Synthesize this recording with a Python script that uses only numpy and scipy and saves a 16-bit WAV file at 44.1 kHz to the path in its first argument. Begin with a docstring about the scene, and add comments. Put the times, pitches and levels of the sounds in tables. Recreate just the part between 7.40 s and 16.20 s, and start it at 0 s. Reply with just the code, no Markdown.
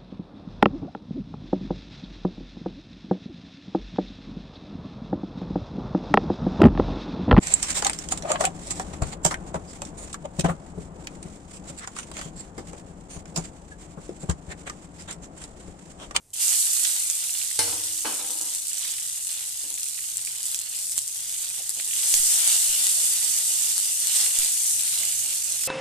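"""Small things and a pouch are packed into a wooden drawer; then notebooks and a heavy book are
stacked on a table. Hard edges click and knock, and the furniture thuds under the weight.
Paper and plastic slide, crinkle and snap; things judder over the wood by stick-slip.
A small room hums, a bird calls faintly outside, and the two microphone ports ring in the treble."""
import sys
import numpy as np
from scipy import signal
from scipy.fft import rfft, irfft
from scipy.io import wavfile
from scipy.ndimage import map_coordinates

SR = 44100
rng = np.random.default_rng(int(sys.argv[2]) if len(sys.argv) > 2 else 0)


def output_pcm(signal):
    """Save a mono or channel-first signal as 16-bit PCM at the path in sys.argv[1].

    Samples are clipped to [-1, 1] before scaling.
    """
    pcm = np.clip(np.atleast_2d(signal).T, -1, 1) * 32767
    wavfile.write(sys.argv[1], SR, np.round(pcm).astype(np.int16))


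N = 388080
SIZE = 16384  # samples per event
T, HZ = np.arange(SIZE) / SR, np.fft.rfftfreq(SIZE, 1 / SR)
DRAWER_END_S = 3.3  # drawer before, table after


def amp(db):
    """Decibels to gain."""
    return 10 ** (np.asarray(db) / 20)


def unit(x):
    """Scale to rms 1."""
    return x / np.sqrt(np.mean(np.abs(x) ** 2) + 1e-20)


def at_hz(points, hz):
    """Interpolate (f/Hz, value) points on a log axis."""
    knots_hz, values = np.transpose(points)
    return np.interp(np.log(hz + 1), np.log(knots_hz + 1), values)


def curve(rows):
    """Interpolate (t/s, value) rows at every sample."""
    return np.interp(np.arange(N) / SR, *np.transpose(rows))


def wobble(rate_hz, size=SIZE):
    """Smooth random curve with knots at rate_hz."""
    knots = rng.standard_normal(int(size * rate_hz / SR) + 4)
    return map_coordinates(knots, [np.arange(size) * rate_hz / SR])


def add(track, start_s, sound):
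    """Mix a sound into the track."""
    part = track[:, max(round(start_s * SR), 0):][:, :sound.shape[-1]]
    part += sound[..., :part.shape[1]]


def resonance(centre_hz, width_hz):
    """Second-order band-pass, gain 1 at its centre."""
    return 1j * HZ * width_hz / (centre_hz ** 2 - HZ ** 2 + 1j * HZ * width_hz)


def colour(points):
    """Minimum-phase response through (f/Hz, level/dB) points."""
    cepstrum = irfft(np.log(amp(at_hz(points, HZ))))
    cepstrum[1:SIZE // 2] *= 2
    cepstrum[SIZE // 2 + 1:] = 0
    return np.exp(rfft(cepstrum))


# Left-right coherence: f/Hz, correlation
COHERENCE = [(700, 0.99), (1200, 0.1), (4000, 0.057)]
def noise(size):
    """White stereo noise, coherent in the bass only."""
    angle = np.arccos(at_hz(COHERENCE, np.fft.rfftfreq(size, 1 / SR))) / 2
    white = rfft(rng.standard_normal((2, size)))
    mid, side = irfft(white * [np.cos(angle), np.sin(angle)], size)
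    return np.array([mid + side, mid - side])


def steady(spectrum):
    """Stationary coloured stereo noise, rms 1."""
    return unit(signal.fftconvolve(noise(N), irfft(colour(spectrum))[None], axes=1)[:, :N])


def excite(envelope, response, tint_db=4.0, bands=36):
    """A noisy force rings a body, each spot in a new tint; output rms equals the envelope's."""
    tint = colour(np.c_[np.linspace(0, SR / 2, bands), tint_db * rng.standard_normal(bands)])
    force = rfft(noise(SIZE) * envelope)
    return unit(irfft(force * response * tint)) * np.sqrt(np.mean(envelope ** 2))


# Room hum spectrum: f/Hz, level/dB
HUM_SPECTRUM = [(20, -7), (45, 3), (85, -1), (125, -6.5), (168, 4.5), (235, -5), (300, -2.5), (430, -9.5),
                (750, -10), (1200, -18.5), (3500, -41.5), (15000, -100)]
# Room hum envelope: t/s, level/dB
HUM_LEVEL = [(0.0, -43), (1.3, -39.5), (2.6, -43.5), (5.64, -47), (8.8, -47)]
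def room_hum(drift_db=1.18):
    """Low room noise, drifting in level."""
    return steady(HUM_SPECTRUM) * amp(curve(HUM_LEVEL) + drift_db * wobble(5.6, N))


# Spectra of crisp hiss and of papery body: f/Hz, level/dB
CRISP_SPECTRUM = [(300, -46.5), (1500, 2.5), (3000, 5.5), (5500, 6), (9000, 2.5), (15000, -7.5)]
PAPER_SPECTRUM = [(100, -35), (400, 0.5), (1300, 3), (2100, 4), (3500, -3), (8000, -41)]
# Sleeve and finger motion: t/s, level/dB
FIDGET_LEVEL = [(0, -52), (0.45, -47.5), (0.85, -57), (2.0, -64)]
def clothes(flutter_db=4.0, tick_db=2.5, body_db=-1):
    """Restless sleeves and fingers rustle faintly."""
    motion = amp(curve(FIDGET_LEVEL) + flutter_db * wobble(25, N) + tick_db * wobble(150, N))
    return motion * (steady(CRISP_SPECTRUM) + amp(body_db) * steady(PAPER_SPECTRUM))


# Distant bird: t/s, length/s, f/Hz, level/dB
BIRD_CALLS = [(6.313, 0.021, 1695, -40)]
def bird(waver=0.024):
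    """A short, soft, wavering tone."""
    out = np.zeros((2, N))
    for start_s, length_s, hz, db in BIRD_CALLS:
        phase = 2 * np.pi * np.cumsum(hz * (1 + waver * wobble(69))) / SR
        arch = np.sin(np.pi * np.minimum(T / length_s, 1))
        add(out, start_s, amp(db) * arch * np.sin(phase))
    return out


# Drawer panel modes: f/Hz, width/Hz, level/dB
PANEL_MODES = [(475, 180, -2), (618, 147, 3), (783, 90, 5), (1020, 84, 2), (1232, 90, 1), (2270, 930, -8)]
def panels():
    """Response of the wooden drawer: modes of alternating sign."""
    return unit(sum((-1) ** k * amp(db) * resonance(hz, width_hz)
                    for k, (hz, width_hz, db) in enumerate(PANEL_MODES)))


def rub(out, start_s, length_s, hiss_db, body_db):
    """Surfaces rub unevenly and buckle at random; drawer panels or pages give the body."""
    ramp_s, uneven_db = 0.0091, 3
    crinkle_rate_hz, crinkle_t60_s, crinkle_gain = 140, 0.01, 0.42
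    speed = np.clip(T / (2 * ramp_s), 0, 1) * np.exp(-np.maximum(T - length_s, 0) / ramp_s)
    buckles = (rng.random(SIZE) < crinkle_rate_hz / SR) * rng.exponential(size=SIZE)
    crinkles = signal.fftconvolve(buckles, amp(-60 * T / crinkle_t60_s))[:SIZE]
    force = speed * (amp(uneven_db * wobble(54.4)) + crinkle_gain * crinkles)
    force *= np.linalg.norm(speed) / np.linalg.norm(force)
    body = excite(force, panels() if start_s < DRAWER_END_S else colour(PAPER_SPECTRUM))
    hiss = excite(force, colour(CRISP_SPECTRUM))
    add(out, start_s - ramp_s / 2, amp(hiss_db) * hiss + amp(body_db) * body)


# Plastic and paper gripped, bent or leafed through: t/s, length/s, level/dB
SHEET_RUSTLES = [(0.019, 0.17, -41), (0.215, 0.052, -38), (0.294, 0.026, -37.5), (0.344, 0.056, -33),
                 (0.708, 0.024, -35), (1.301, 0.02, -37), (1.223, 0.21, -49), (2.269, 0.055, -54.5),
                 (2.571, 0.079, -50.5), (4.13, 0.041, -51.5), (4.27, 0.04, -50), (4.374, 0.028, -47),
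                 (4.559, 0.083, -47.5), (4.73, 0.157, -50), (4.96, 0.056, -51.5), (5.694, 0.083, -51.5),
                 (6.032, 0.028, -49), (6.798, 0.038, -52.5), (7.584, 0.03, -51), (7.82, 0.042, -54),
                 (7.968, 0.086, -52)]
def rustles():
    """Free thin sheets mostly hiss."""
    out = np.zeros((2, N))
    for start_s, length_s, db in SHEET_RUSTLES:
        rub(out, start_s, length_s, hiss_db=db, body_db=db - 4)
    return out


# Pushes along the drawer or over the pile: t/s, length/s, level/dB
PUSHES = [(0.453, 0.012, -26.5), (0.871, 0.08, -38), (0.999, 0.048, -33), (1.526, 0.019, -40.5),
          (1.713, 0.022, -38.5), (1.901, 0.032, -33), (4.405, 0.047, -42.5), (4.751, 0.054, -45),
          (7.092, 0.037, -40.5), (7.259, 0.024, -37), (7.678, 0.05, -42), (8.586, 0.066, -45.5),
          (8.749, 0.01, -23)]
def slides():
    """A sliding thing mostly sounds the surface it presses on."""
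    out = np.zeros((2, N))
    for start_s, length_s, db in PUSHES:
        rub(out, start_s, length_s, hiss_db=db - 10, body_db=db)
    return out


# Juddering drags over the drawer's wood: t/s, length/s, f/Hz, level/dB
JUDDERS = [(0.453, 0.023, 785, -23.5), (0.829, 0.14, 635, -28), (0.895, 0.024, 618, -19.5),
           (0.986, 0.036, 632, -24.5), (1.04, 0.014, 772, -18.5), (1.058, 0.024, 736, -26.5),
           (2.828, 0.051, 630, -33), (3.082, 0.02, 730, -26.5)]
def judders(slip_rate_hz=130, slip_db=5.5, waver=0.063, upper_db=-13, upper_ratio=1.5, rasp_db=-9):
    """Stick-slip shakes two modes in level and pitch, and the panels rasp."""
    out = np.zeros((2, N))
    for start_s, length_s, hz, db in JUDDERS:
        push = np.sin(np.pi * np.minimum(T / length_s, 1)) * amp(slip_db * wobble(slip_rate_hz))
        push *= np.sqrt(length_s * SR / 2) / np.linalg.norm(push)
        phase = 2 * np.pi * np.cumsum(hz * (1 + waver * wobble(slip_rate_hz))) / SR
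        ring = push * (np.sin(phase) + amp(upper_db) * np.sin(upper_ratio * phase))
        add(out, start_s, amp(db) * (ring + amp(rasp_db) * excite(push, panels())))
    return out


def contact(out, start_s, hz, crack_db, knock_db, ring_db=-1, cluster_db=-2, scuff_db=-17,
            crack_rise_s=0.0005, rise_1khz_s=0.00091, relative_width=0.94):
    """An edge cracks down and scuffs; two modes ring in a cluster shared with the wood."""
    lead_s, pre_hiss_s, pre_hiss_db = 0.02, 0.0082, -25
    crack_t60_s, t60_1khz_s = 0.009, 0.045
    upper_ratio, upper_db, wood_gain = 1.5, -8, 0.13
    t = T - lead_s
    after_s = np.maximum(t, 0)
    bulk = (hz / 1000) ** -0.5  # big, low things swing up slower and ring longer
    decay = amp(-60 * after_s / (t60_1khz_s * bulk))
    swing = decay * (1 + np.tanh(t / (rise_1khz_s * bulk))) / 2
    low, high = (np.sin(2 * np.pi * mode_hz * T + rng.uniform(0, np.pi / 2, (2, 1)))
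                 for mode_hz in (hz, upper_ratio * hz))
    ring = swing * (low + amp(upper_db) * high)
    body = unit(resonance(hz, relative_width * hz) * resonance(hz, 2 * hz))
    cluster = excite(swing, body + wood_gain * unit(body * panels()))
    knock = amp(ring_db) * ring + amp(cluster_db) * cluster

    # A faint hiss swells just before the crack
    pre_hiss = amp(pre_hiss_db) * np.exp(-np.abs(t) / pre_hiss_s)
    onset = np.maximum(pre_hiss, (1 + np.tanh(t / crack_rise_s)) / 2)
    scuff = amp(scuff_db) * np.sqrt(decay)
    force = onset * (amp(-60 * after_s / crack_t60_s) + scuff)
    crack = excite(force, colour(CRISP_SPECTRUM))
    add(out, start_s - lead_s, amp(crack_db) * crack + amp(knock_db) * knock)


# Turning pages: t/s, level/dB
PAGE_TURNS = [(4.4742, -32.5), (4.565, -35), (4.587, -32.5), (4.715, -39.5), (4.768, -35.5), (4.792, -35),
              (4.813, -35), (5.856, -46.5)]
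def page_snaps():
    """A bent sheet springs flat: a crack with the notebook's papery body."""
    out = np.zeros((2, N))
    for start_s, db in PAGE_TURNS:
        contact(out, start_s, hz=1250, crack_db=db, knock_db=db,
                ring_db=-12, cluster_db=1, relative_width=1.0)
    return out


# Thin plastic and cover edges: t/s, level/dB
EDGE_CLICKS = [(0.07, -28), (0.228, -24), (0.244, -36), (0.3046, -27), (0.353, -31.5), (0.4473, -20.5),
               (0.4669, -19.5), (0.532, -30), (0.588, -31.5), (0.6872, -33.5), (0.775, -33), (0.8232, -35),
               (1.0522, -18.5), (1.3078, -28), (2.451, -40), (2.729, -36.5), (3.828, -41.5), (7.622, -45),
               (7.71, -36), (7.727, -39.5), (8.039, -40)]
def clicks():
    """Thin plastic buckles: a crack, a scuffing tail, little body."""
    out = np.zeros((2, N))
    for start_s, db in EDGE_CLICKS:
        contact(out, start_s, hz=1700, crack_db=db, knock_db=db - 13, scuff_db=-7)
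    return out


# Modes of a small stiff plastic piece: f/Hz, level/dB, t60/s
PLASTIC_MODES = [(7510, 0.5, 0.017), (8000, -0.5, 0.035)]
def plastic_snap(start_s=0.1388, gain_db=-17.5, left_db=-5, ping_db=5, ping_t60_s=0.011):
    """Plastic springs free with a hard ping and rings briefly, nearer the right port."""
    out = np.zeros((2, N))
    ring = sum(amp(db - 60 * T / t60_s) * np.sin(2 * np.pi * hz * T + rng.uniform(0, 2 * np.pi, (2, 1)))
               for hz, db, t60_s in PLASTIC_MODES)
    ping = 1 + amp(ping_db - 60 * T / ping_t60_s)
    pan = amp([[left_db], [0]])
    add(out, start_s, amp(gain_db) * pan * ping * ring)
    return out


# Small hollow things on wood or each other: t/s, level/dB, crack re knock/dB, f/Hz
LIGHT_TAPS = [(0.4232, -21.5, -2.5, 840), (0.4965, -28, 8.5, 880), (0.7214, -28, 6, 748),
              (0.917, -23, 3, 1200), (0.957, -24.5, -24, 1087), (1.009, -21.5, -1, 643),
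              (1.039, -25, -10, 1450), (1.397, -24, -6, 751), (1.91, -24.5, -21, 1177),
              (1.9419, -23.5, -9, 1557), (2.419, -32, 3, 586), (2.743, -31, -2, 1150),
              (3.6709, -31, -1, 2500), (5.332, -35.5, -9, 480), (6.692, -30.5, -16, 348),
              (7.2977, -31, -0.5, 1214), (8.71, -34.5, -6, 1166), (8.763, -15, 0, 2395)]
def taps():
    """Light things ring at their own pitch without moving the furniture."""
    out = np.zeros((2, N))
    for start_s, db, hardness_db, hz in LIGHT_TAPS:
        contact(out, start_s, hz, crack_db=db + hardness_db, knock_db=db)
    return out


# Furniture modes, board then frame: f/Hz
FURNITURE_HZ = [166, 79]
# Shaken furniture spectrum: f/Hz, level/dB
SHAKE_SPECTRUM = [(20, 2), (60, 3.5), (320, 4.5), (550, -0.5), (1200, -12), (5000, -37.5)]
def thud(frame_db, shake_db, swell_s):
    """A soft, heavy push swings board and frame for a few cycles and shakes the rest."""
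    push = (T / swell_s * np.exp(1 - T / swell_s)) ** 3
    board, frame = (push * np.sin(2 * np.pi * hz * T) for hz in FURNITURE_HZ)
    return board + amp(frame_db) * frame + amp(shake_db) * excite(push, colour(SHAKE_SPECTRUM))


# Hands and elbows on the furniture: t/s, level/dB, frame re board/dB
HAND_BUMPS = [(3.368, -33, -3.5), (3.846, -38, -14), (4.291, -39.5, -15), (4.846, -36.5, -22),
              (5.755, -38, -2), (6.566, -37, -2), (6.825, -34, -23), (7.073, -41, 6), (8.269, -41, -3)]
def bumps():
    """A slow push with no hard edge: thud only."""
    out = np.zeros((2, N))
    for start_s, db, frame_db in HAND_BUMPS:
        add(out, start_s, amp(db) * thud(frame_db, shake_db=-4, swell_s=0.014))
    return out


# Things set down with full weight: t/s, contact level/dB, crack re contact/dB, f/Hz,
# thud level/dB, frame re board/dB, thud lead/s, thud swell/s
HEAVY_LANDINGS = [(1.622, -25, -7, 660, -21.5, 3.5, 0.007, 0.0078),
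                  (1.8503, -19, 4, 617, -24, -20, 0.0028, 0.013),
                  (2.144, -22, -16.5, 646, -31, -6.5, 0.0035, 0.017),
                  (2.996, -28, 6, 2550, -21, -16, 0.014, 0.012),
                  (3.0453, -16.5, -19, 678, -17.5, -10.5, 0.012, 0.018),
                  (3.084, -25.5, -31, 522, -22.5, -15, 0.005, 0.021),
                  (5.181, -25, -15, 331.5, -33, -8, 0.0011, 0.0064),
                  (5.9627, -26.5, 4, 668, -25.5, -26.5, 0.00092, 0.021),
                  (6.898, -23.5, -5.5, 1090, -22, 2.5, 0.013, 0.013)]
def landings(flop_s=0.013, flop_db=-5, muffle_db=-6):
    """One edge lands, the other flops after, the furniture thuds; the covered table muffles knocks."""
    out = np.zeros((2, N))
    for start_s, db, hardness_db, hz, thud_db, frame_db, lead_s, swell_s in HEAVY_LANDINGS:
        knock_db = db if start_s < DRAWER_END_S else db + muffle_db
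        for delay_s, edge_db in [(0, 0), (flop_s, flop_db)]:
            contact(out, start_s + delay_s, hz, db + hardness_db + edge_db, knock_db + edge_db,
                    scuff_db=-11, crack_rise_s=0.0026, rise_1khz_s=0.0018)
        add(out, start_s - lead_s, amp(thud_db) * thud(frame_db, shake_db=-8, swell_s=swell_s))
    return out


# Room decay: f/Hz, t60/s
ROOM_T60 = [(500, 0.13), (10000, 0.026)]
def room(dry, wet_db=-14):
    """A furnished room answers briefly, the treble dying first."""
    hz, t, spectra = signal.stft(rng.standard_normal((2, SIZE)), SR, nperseg=256)
    decay = amp(-60 * t / at_hz(ROOM_T60, hz)[:, None])
    tail = signal.istft(spectra * decay, SR, nperseg=256)[1]
    tail /= np.linalg.norm(tail[0])
    tail = np.pad(tail, ((0, 0), (SR // 200, 0)))  # 5 ms pre-delay
    return dry + amp(wet_db) * signal.fftconvolve(dry, tail, axes=1)[:, :N]


def scene():
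    """Handling and bird sound in the room, over hum and clothes."""
    impacts = landings() + taps() + clicks() + bumps() + plastic_snap()
    friction = rustles() + slides() + judders()
    return room(impacts + friction + page_snaps() + bird()) + room_hum() + clothes()


# Microphone port resonances, left then right: f/Hz, width/Hz, level/dB
PORT_MODES = [(8500, 990, 12.5), (7405, 750, 18)]
# Left port's excess over the right: f/Hz, level/dB
LEFT_EXCESS = [(150, 5.5), (500, 4.5), (2500, 0.5)]
# Treble roll-off of both ports: f/Hz, level/dB
PORT_ROLL_OFF = [(9000, 1.5), (10300, -6.5), (14000, -6.5)]
def record(dry, left_lag_s=0.0002, ceiling=0.76, cutoff_hz=15600):
    """Each port rings, then rolls off; the left hears later and more bass. Peaks clip, then low-pass."""
    ports = np.array([1 + (amp(db) - 1) * resonance(hz, width_hz) for hz, width_hz, db in PORT_MODES])
    balance = colour(LEFT_EXCESS) ** np.array([[0.5], [-0.5]])
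    lag_s = np.array([[round(left_lag_s * SR) / SR], [0]])
    delay = np.exp(-2j * np.pi * HZ * lag_s)
    impulse = irfft(ports * balance * delay * colour(PORT_ROLL_OFF))[:, :SIZE // 2]
    heard = signal.fftconvolve(dry, impulse, axes=1)[:, :N]
    clipped = np.clip(heard, -ceiling, ceiling)
    return irfft(rfft(clipped) * (np.fft.rfftfreq(N, 1 / SR) < cutoff_hz), N)


dry = scene()
out = record(dry)
output_pcm(out)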